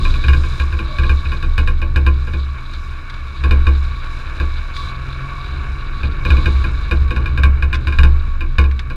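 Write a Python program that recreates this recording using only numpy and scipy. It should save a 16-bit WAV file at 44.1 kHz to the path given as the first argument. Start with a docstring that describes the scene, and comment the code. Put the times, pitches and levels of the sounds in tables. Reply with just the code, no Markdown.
"""A car drives along a gravel forest road, heard from a camera in a hard case mounted on its body.
From the start the road rumbles through the mount, tyres crunch and the case whines on top; at each
bump the loose mount knocks, so the case clacks and the camera shudders on its arm. After 2.4 s the
knocks thin out, stray stones tick on the bodywork, and near 3.7 s the engine starts to pull.
From 6 s the knocks crowd in again, and they carry on after the engine eases off at about 7.6 s."""
import sys
import numpy as np
from scipy import signal
from scipy.fft import rfft, irfft, next_fast_len
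from scipy.io import wavfile
from scipy.ndimage import map_coordinates

SR = 44100
rng = np.random.default_rng(int(sys.argv[2]) if len(sys.argv) > 2 else 0)


def generate_wav(sig):
    """Save sig (samples, or channels by samples) to the path in sys.argv[1] as 16-bit PCM at SR."""
    pcm = np.round(np.clip(np.atleast_2d(sig).T, -1, 1) * 32767).astype(np.int16)
    wavfile.write(sys.argv[1], SR, pcm)


N = 395125

# road speed, heard as the tyres' roar: (time [s], level [dB])
ROAR_LEVEL = [(0.0, -38), (1.3, -38.5), (1.9, -43.5), (2.6, -40.5), (4.3, -37), (6.5, -37), (7.9, -39),
              (8.6, -43.5), (8.96, -43.5)]
# tone colour of crunching gravel: (frequency [Hz], relative level [dB])
CRUNCH_SPECTRUM = [(1500, -34.5), (2700, -9), (3150, -9.5), (3550, 1.5), (3950, 7), (4400, -9), (4700, -4),
                   (5400, -43), (7000, -48)]


def amp(db):
    """Decibels to gain."""
    return 10 ** (np.asarray(db) / 20)


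def unit(x):
    """Scale to rms 1."""
    return x / np.sqrt(np.mean(x ** 2) + 1e-20)


def curve(points):
    """An automation line through (time, value) points, one value per sample."""
    times, values = np.transpose(points)
    return np.interp(np.arange(N) / SR, times, values)


def swells(rows):
    """A level ride in dB with one smooth hump for each (time, length, change) row."""
    t = np.arange(N) / SR
    return sum(db * np.exp(-(2 * (t - s) / length) ** 2) for s, length, db in rows)


def wobble(rate):
    """A smooth random curve, rate knots a second."""
    knots = rng.standard_normal(int(N * rate / SR) + 4)
    return map_coordinates(knots, [np.arange(N) * rate / SR])


def filtered(x, response):
    """x through a response given as a function of frequency."""
    size = next_fast_len(N + SR // 2)
    return irfft(rfft(x, size) * response(np.fft.rfftfreq(size, 1 / SR)), size)[..., :N]


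def coloured(x, spectrum):
    """x shaped by (frequency, level) points, at rms 1."""
    f, db = np.transpose(spectrum)
    response = lambda hz: amp(np.interp(np.log(hz + 1), np.log(f), db, left=-120, right=-120))
    return unit(filtered(x, response))


def resonate(x, peaks):
    """x through parallel (frequency, width, gain) resonances."""
    return filtered(x, lambda f: sum(amp(db) * 1j * f * width / (hz * hz - f * f + 1j * f * width)
                                     for hz, width, db in peaks))


def lowpass(x, edge_hz, order):
    """A causal treble roll-off."""
    return signal.sosfilt(signal.butter(order, edge_hz, fs=SR, output='sos'), x)


def band(centre_hz, width_hz):
    """Narrow noise of rms 1 with steep skirts."""
    mode = [(centre_hz, width_hz, 0)]
    return unit(resonate(resonate(rng.standard_normal(N), mode), mode))


def grains(rate, spread_db):
    """Tiny impacts of random size, about rate a second, at rms 1."""
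    sizes = amp(spread_db * np.minimum(rng.exponential(size=N), 5))
    return unit((rng.random(N) < rate / SR) * sizes * rng.standard_normal(N))


def add(track, s, sound):
    """Mix a sound into the track at time s."""
    part = track[max(round(s * SR), 0):][:len(sound)]
    part += sound[:len(part)]


def rumble():
    """The body sways on its springs, heaves after each dip, and the road shakes it from below."""
    # roughness of the road: (time [s], level [dB])
    roughness = [(0.0, -15), (0.45, -22), (1.3, -26), (1.75, -21.5), (2.4, -25), (3.3, -28.5),
                 (3.52, -22.5), (3.9, -29), (5.5, -28.5), (6.3, -20.5), (8.05, -22), (8.3, -26),
                 (8.96, -23.5)]
    # tone colour of the rumble: (frequency [Hz], relative level [dB])
    spectrum = [(35, -24), (50, -11), (60, -0.5), (69, 10.5), (80, -7), (110, -12), (130, -3.5), (148, -24),
                (200, -22), (270, -26.5), (330, -23.5), (400, -30.5), (600, -42.5), (900, -49.5)]
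    # dips that set the body heaving: (time [s], level [dB])
    dips = [(0.0, -15), (0.98, -21), (1.42, -19), (1.64, -19), (3.45, -17), (3.82, -22), (4.4, -25),
            (7.95, -11.5), (8.25, -19.5)]
    rise_s, t60_s = 0.06, 1.14
    t = np.arange(N) / SR
    road_db = curve(roughness)
    swing = amp(road_db + 0.5)
    for s, db in dips:
        add(swing, s, 2 * amp(db - 60 * t / t60_s) * (1 - np.exp(-t / rise_s)))
    sway = band(24.15, 7.9)
    sway = unit(sway / np.abs(signal.hilbert(sway)) ** 0.54)  # heavy, so its swing changes slowly
    shake = amp(road_db + 2.1 * wobble(7)) * coloured(rng.standard_normal(N), spectrum)
    return swing * sway + shake


def groans():
    """A short groan now and then as the car flexes."""
    # flexes of the body: (time [s], pitch [Hz], length [s], level [dB])
    flexes = [(.93, 607, 0.12, -39.5), (1.854, 572, 0.066, -39)]
    t = np.arange(N) / SR
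    return sum(amp(db) * np.exp(-(2 * (t - s) / length) ** 2) * band(hz, 63)
               for s, hz, length, db in flexes)


def engine():
    """The engine's orders climb together under throttle and boom as they pass a resonance."""
    # the pull up through a gear: (time [s], firing rate [Hz])
    revs = [(3.6, 35.65), (3.9, 38.15), (5.0, 43.14), (6.2, 47.68), (6.8, 48.98), (7.5, 47.96), (7.8, 43.9)]
    # engine orders: (multiple of the firing rate, relative level [dB])
    orders = [(1, -1.5), (2, -9), (3, -13), (4, -20.5), (6, -22.5), (7, -22.5), (8, -23), (9, -23.5),
              (12, -28), (16, -31)]
    # resonances of the body: (frequency [Hz], half width [Hz], extra gain)
    booms = [(49.15, 1.25, 3), (131.4, 2, 4.2), (720, 10, 2)]
    on_s, off_s, ramp_s = 3.74, 7.55, 0.39
    pull_db, coast_db = -32, -45
    throttle_db = curve([(on_s - ramp_s, coast_db), (on_s, pull_db),
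                         (off_s, pull_db), (off_s + ramp_s, coast_db)])
    hz = curve(revs)
    phase = 2 * np.pi * np.cumsum(hz * (1 + 0.0052 * wobble(25))) / SR
    boom = lambda f: 1 + sum(extra / (1 + ((f - centre) / width) ** 2) for centre, width, extra in booms)
    drone = sum(amp(db) * boom(k * hz) * np.sin(k * phase) for k, db in orders)
    uneven = amp(2.4 * wobble(30))  # no two firings are equally strong
    return np.sqrt(2) * amp(throttle_db) * uneven * drone


def case_whine():
    """A rough, whining ring of the camera case with a fainter band an octave up; it grows with speed."""
    # passing swells and one sag: (time [s], length [s], level change [dB])
    surges = [(0.016, 0.18, 7.5), (1.056, 0.32, 7.5), (4.855, 0.19, 7.5), (5.35, 0.14, 7.5),
              (6.38, 0.35, 7.5), (7.72, 0.33, -12)]
    cruise_whine_db, cruise_roar_db = -40.5, -38
    db = cruise_whine_db + 0.73 * (curve(ROAR_LEVEL) - cruise_roar_db) + swells(surges)
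    return amp(db) * (band(1124, 68) + amp(-9) * band(2255, 47))


def sand():
    """Fine grit hissing on the case, at rms 1."""
    # upper resonances of the case: (frequency [Hz], width [Hz], relative level [dB])
    peaks = [(5040, 580, 7.5), (5870, 620, 1), (6780, 450, 3), (8180, 700, -3.5), (10100, 1500, -25)]
    hiss = resonate(grains(rate=7000, spread_db=2.0), peaks)
    return coloured(hiss, [(3500, -27), (5000, 1.5), (9000, -3.0), (15500, -8)])


def tyres():
    """Tyres roar with speed; on loose ground they crush gravel, snap pebbles and spray sand."""
    # tone colour of the roar: (frequency [Hz], relative level [dB])
    roar_spectrum = [(200, -23), (500, -6.5), (710, -7), (780, -13.5), (900, -3.5), (1120, -1), (1260, 0),
                     (1450, 4.5), (1700, 2), (2000, -14.5), (2260, 2.5), (2600, -5.5), (3150, -15),
                     (3600, -64)]
    # loose gravel, heard as its crunch: (time [s], level [dB])
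    gravel = [(0.0, -38.5), (0.55, -41.5), (0.78, -43), (1.2, -39), (1.85, -51.5), (2.25, -45.5),
              (2.8, -47.5), (3.05, -50), (4.0, -42.5), (4.6, -45.5), (5.35, -44.5), (6.1, -47),
              (6.85, -45.5), (7.7, -53), (7.95, -46.5), (8.6, -55.5), (8.96, -52.5)]
    # sandy stretches where the hiss swells: (time [s], length [s], boost [dB])
    sand_patches = [(0.5, 0.55, 4), (2.95, 0.4, 3.5), (4.25, 0.6, 1.5)]
    medium_sand_db, medium_crunch_db = -58.5, -46
    crunch_db = curve(gravel) + 0.97 * wobble(7)  # the gravel lies in patches
    sand_db = medium_sand_db + 0.88 * (crunch_db - medium_crunch_db) + swells(sand_patches)
    roar_db = curve(ROAR_LEVEL) + 1.17 * wobble(25)
    roar = amp(roar_db) * coloured(grains(rate=6000, spread_db=0.5), roar_spectrum)
    crushing = grains(rate=2500, spread_db=0.0) * amp(2.4 * wobble(30))
    pebbles = grains(rate=2000, spread_db=-1.5)
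    snapping = unit(pebbles * amp(7.5 * np.clip(wobble(70), -2, 2)))  # they break in clusters
    crunch = amp(crunch_db) * coloured(crushing + .6 * snapping, CRUNCH_SPECTRUM)
    hiss = amp(sand_db + 0.62 * wobble(12)) * sand()
    return roar + crunch + hiss


def sprays():
    """Short showers of gravel rattle in a wheel arch."""
    # gravel flung up: (start [s], length [s], level [dB])
    bursts = [(0.0, 0.15, -37), (4.725, 0.17, -36.5), (6.218, 0.42, -38.5)]
    shower = coloured(grains(rate=2600, spread_db=0.5), CRUNCH_SPECTRUM) + amp(-13.5) * sand()
    envelope = sum(amp(db) * curve([(s, 0), (s + length / 5, 1), (s + length, .7), (s + length + .04, 0)])
                   for s, length, db in bursts)
    return envelope * shower


def stones():
    """Single stones tick against the bodywork; some also ring a panel."""
    # stone strikes: (time [s], level [dB], relative panel level [dB])
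    strikes = [(2.736, -21, -14), (3.0985, -19, -8), (3.141, -27, -9), (4.765, -16, -6.5),
               (7.7423, -15.5, -2), (7.7533, -16, -3), (8.6145, -25, 0), (8.7118, -36, 12.5),
               (8.793, -20, 3)]
    t = np.arange(SR // 10) / SR
    ticks, blows = np.zeros((2, N))
    for s, db, panel_db in strikes:
        scrape = rng.standard_normal(len(t)) * amp(-60 * t / 0.047)
        add(ticks, s, amp(db + 5.5) * scrape)
        add(blows, s, amp(db + panel_db + 8) * scrape)
    tick = resonate(ticks, [(3660, 550, 1.0), (4530, 190, -14)])
    panel = resonate(blows, [(1730, 260, 0), (2270, 280, 0)])
    return lowpass(tick + panel, edge_hz=3660, order=2)


def knocks():
    """Each knock clacks, rebounds in a chatter, rings the case and sets the camera shuddering."""
    # the mount hits its stop: (time [s], level [dB], shudder send [dB], hollow body send [dB])
    hits = [(0.0514, -16.5, -18, -19), (0.14, -17.5, 1, -21), (0.2394, -15.5, 7.5, -18.5),
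            (0.2835, -9, 7, -22.5), (0.3332, -12, 4, -21.5), (0.4357, -19.5, 0, -19),
            (0.5992, -13.5, 8, -22.5), (0.7257, -19.5, 16, -21), (0.79, -16, 3, -16.5),
            (0.9857, -14.5, 11.5, -17.5), (1.035, -16, 3, -15.5), (1.0943, -13.5, 13.5, -18),
            (1.2543, -21, 13.5, -25), (1.319, -16, 5, -19.5), (1.4267, -16, 1, -19), (1.5797, -8, 7, -20),
            (1.6749, -12, 8.5, -20.5), (1.817, -17, 5, -17.5), (1.9601, -10, 9.5, -18),
            (2.0649, -11, 9.5, -18.5), (2.2719, -21.5, 7.5, -15), (2.3358, -20, 15, -13.5),
            (3.4382, -12.5, 7.5, -13.5), (3.5098, -9.5, 7, -16), (3.6683, -12.5, 12.5, -15.5),
            (4.4, -16, 9, -13.5), (6.0323, -19, 15, -10.5), (6.2513, -12.5, 7.5, -17),
            (6.304, -10, 12.5, -16.5), (6.3683, -16, 9, -13.5), (6.4581, -11.5, 11.5, -14),
            (6.6413, -15.5, 11.5, -15), (6.9116, -11, 6.5, -15), (7.1071, -14.5, 0, -15),
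            (7.1627, -15, 7, -14.5), (7.2588, -16, 9.5, -23.5), (7.3758, -13.5, 7.5, -18.5),
            (7.4346, -7.5, 5, -20), (7.6243, -13.5, 10.5, -21), (7.7291, -12, 5.5, -23.5),
            (7.8713, -12, 8, -22.5), (7.9245, -18, -8, -22), (7.9869, -8.5, 10.5, -21.5),
            (8.0335, -7.5, 4.5, -19), (8.4075, -18, 5, -19), (8.5837, -7, 10, -18.5),
            (8.6406, -19, -8, -15.5), (8.901, -20.5, 5, -16.5)]
    # ringing of case and mount: (frequency [Hz], relative level [dB], time to fall 60 dB [s])
    case_modes = [(126.1, -3.5, 0.33), (157.6, -4.5, 0.38), (195, -7.5, 0.24), (226, -7.5, 0.29),
                  (270, -14, 0.41), (334, -4.5, 0.29), (421, -16.5, 0.36), (453.5, -18.5, 0.38),
                  (493, -7, 0.17), (561.5, -17.5, 0.18), (640, -25, 0.28), (875, -18, 0.32),
                  (1047, -6.5, 0.16), (1116, -8, 0.17), (1413, -14, 0.17), (1472, -10, 0.13),
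                  (1584, -7, 0.14), (1631, -11, 0.074), (2226, -15, 0.18), (2403.5, -1.5, 0.086),
                  (2530, -6.5, 0.1), (2860, -12, 0.11)]
    # the first clack of the contact: (frequency [Hz], width [Hz], gain [dB])
    clack_peaks = [(1510, 34, -25), (1632, 88, -5), (2452, 60, -4.5), (2900, 50, -22), (3675, 125, -15.5),
                   (4820, 53, -47), (4757, 110, -21.5)]
    # the dull thud of the bodywork: (frequency [Hz], width [Hz], gain [dB])
    thud_peaks = [(157, 57, -1.5), (321, 57, 0), (486, 160, -9)]
    shudder_hz, shudder_t60_s, jolt_t60_s, chatter_t60_s = 68.5, 0.73, 0.26, 0.13
    t = np.arange(int(.6 * SR)) / SR
    hz, mode_db, t60 = np.transpose(case_modes)[:, :, None]
    attack = 1 - np.exp(-t / (0.0047 * (1000 / hz) ** .5))  # low modes take longer to build up
    envelopes = amp(mode_db - 60 * t / t60) * attack
    swing = np.sin(2 * np.pi * shudder_hz * t - .4)
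    shudder = swing * amp(-60 * t / shudder_t60_s) * (1 - np.exp(-t / 0.004))
    grind = t / 0.0016 * np.exp(1 - t / 0.0012)  # the faces grind together for a few milliseconds
    jolt = amp(-60 * t / jolt_t60_s) * (1 - np.exp(-t / 0.011))
    contact, ring, grit, thud = np.zeros((4, N))
    for s, db, shudder_db, body_db in hits:
        strength, phase, detune = rng.standard_normal((3, len(case_modes), 1))
        partials = np.sin(2 * np.pi * hz * (1 + 0.0043 * detune) * t + np.pi * phase)
        weights = amp(2.7 * strength + (hz < 1000) * (body_db + 13.5))  # low modes sound hollow
        add(ring, s, amp(db - 6.0) * np.sum(weights * envelopes * partials, axis=0))
        add(ring, s, amp(db + shudder_db - 4.0) * shudder)
        add(thud, s, amp(db + body_db + 21.5) * rng.standard_normal(len(t)) * jolt)
        chatter = rng.standard_normal(len(t)) * amp(-60 * t / chatter_t60_s)
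        add(contact, s, amp([1.22 * db + 41.5]))  # harder knocks clack more sharply
        add(contact, s, amp(db + 10.5) * chatter)
        for rebound_s in rng.uniform(0.0092, 0.022, size=2):
            add(contact, s + rebound_s, amp([db + 26.0]))
        scuff = rng.standard_normal(len(t)) * grind + 0.71 * chatter
        add(grit, s, amp(1.17 * db - 19.5) * scuff)  # harder knocks are brighter
    clack = lowpass(resonate(contact, clack_peaks), edge_hz=4720, order=12)
    body = lowpass(resonate(thud, thud_peaks), edge_hz=635, order=3)
    return ring + clack + body + lowpass(grit, edge_hz=3900, order=1)


def scene():
    """Everything reaches the microphone through the case, alike in both channels."""
    sound = rumble() + engine() + case_whine() + tyres() + sprays() + knocks() + stones() + groans()
    return np.array([sound, sound])


def record(dry):
    """A faint steady hiss, soft clipping on the hardest knocks and a steep cut of the top treble."""
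    top_hz = 15400
    noisy = dry + amp(-70) * rng.standard_normal(N)
    clipped = noisy / (1 + np.abs(noisy) ** 8) ** (1 / 8)
    return filtered(clipped, lambda hz: 1 / (1 + (hz / top_hz) ** 80))


dry = scene()
out = record(dry)
generate_wav(out)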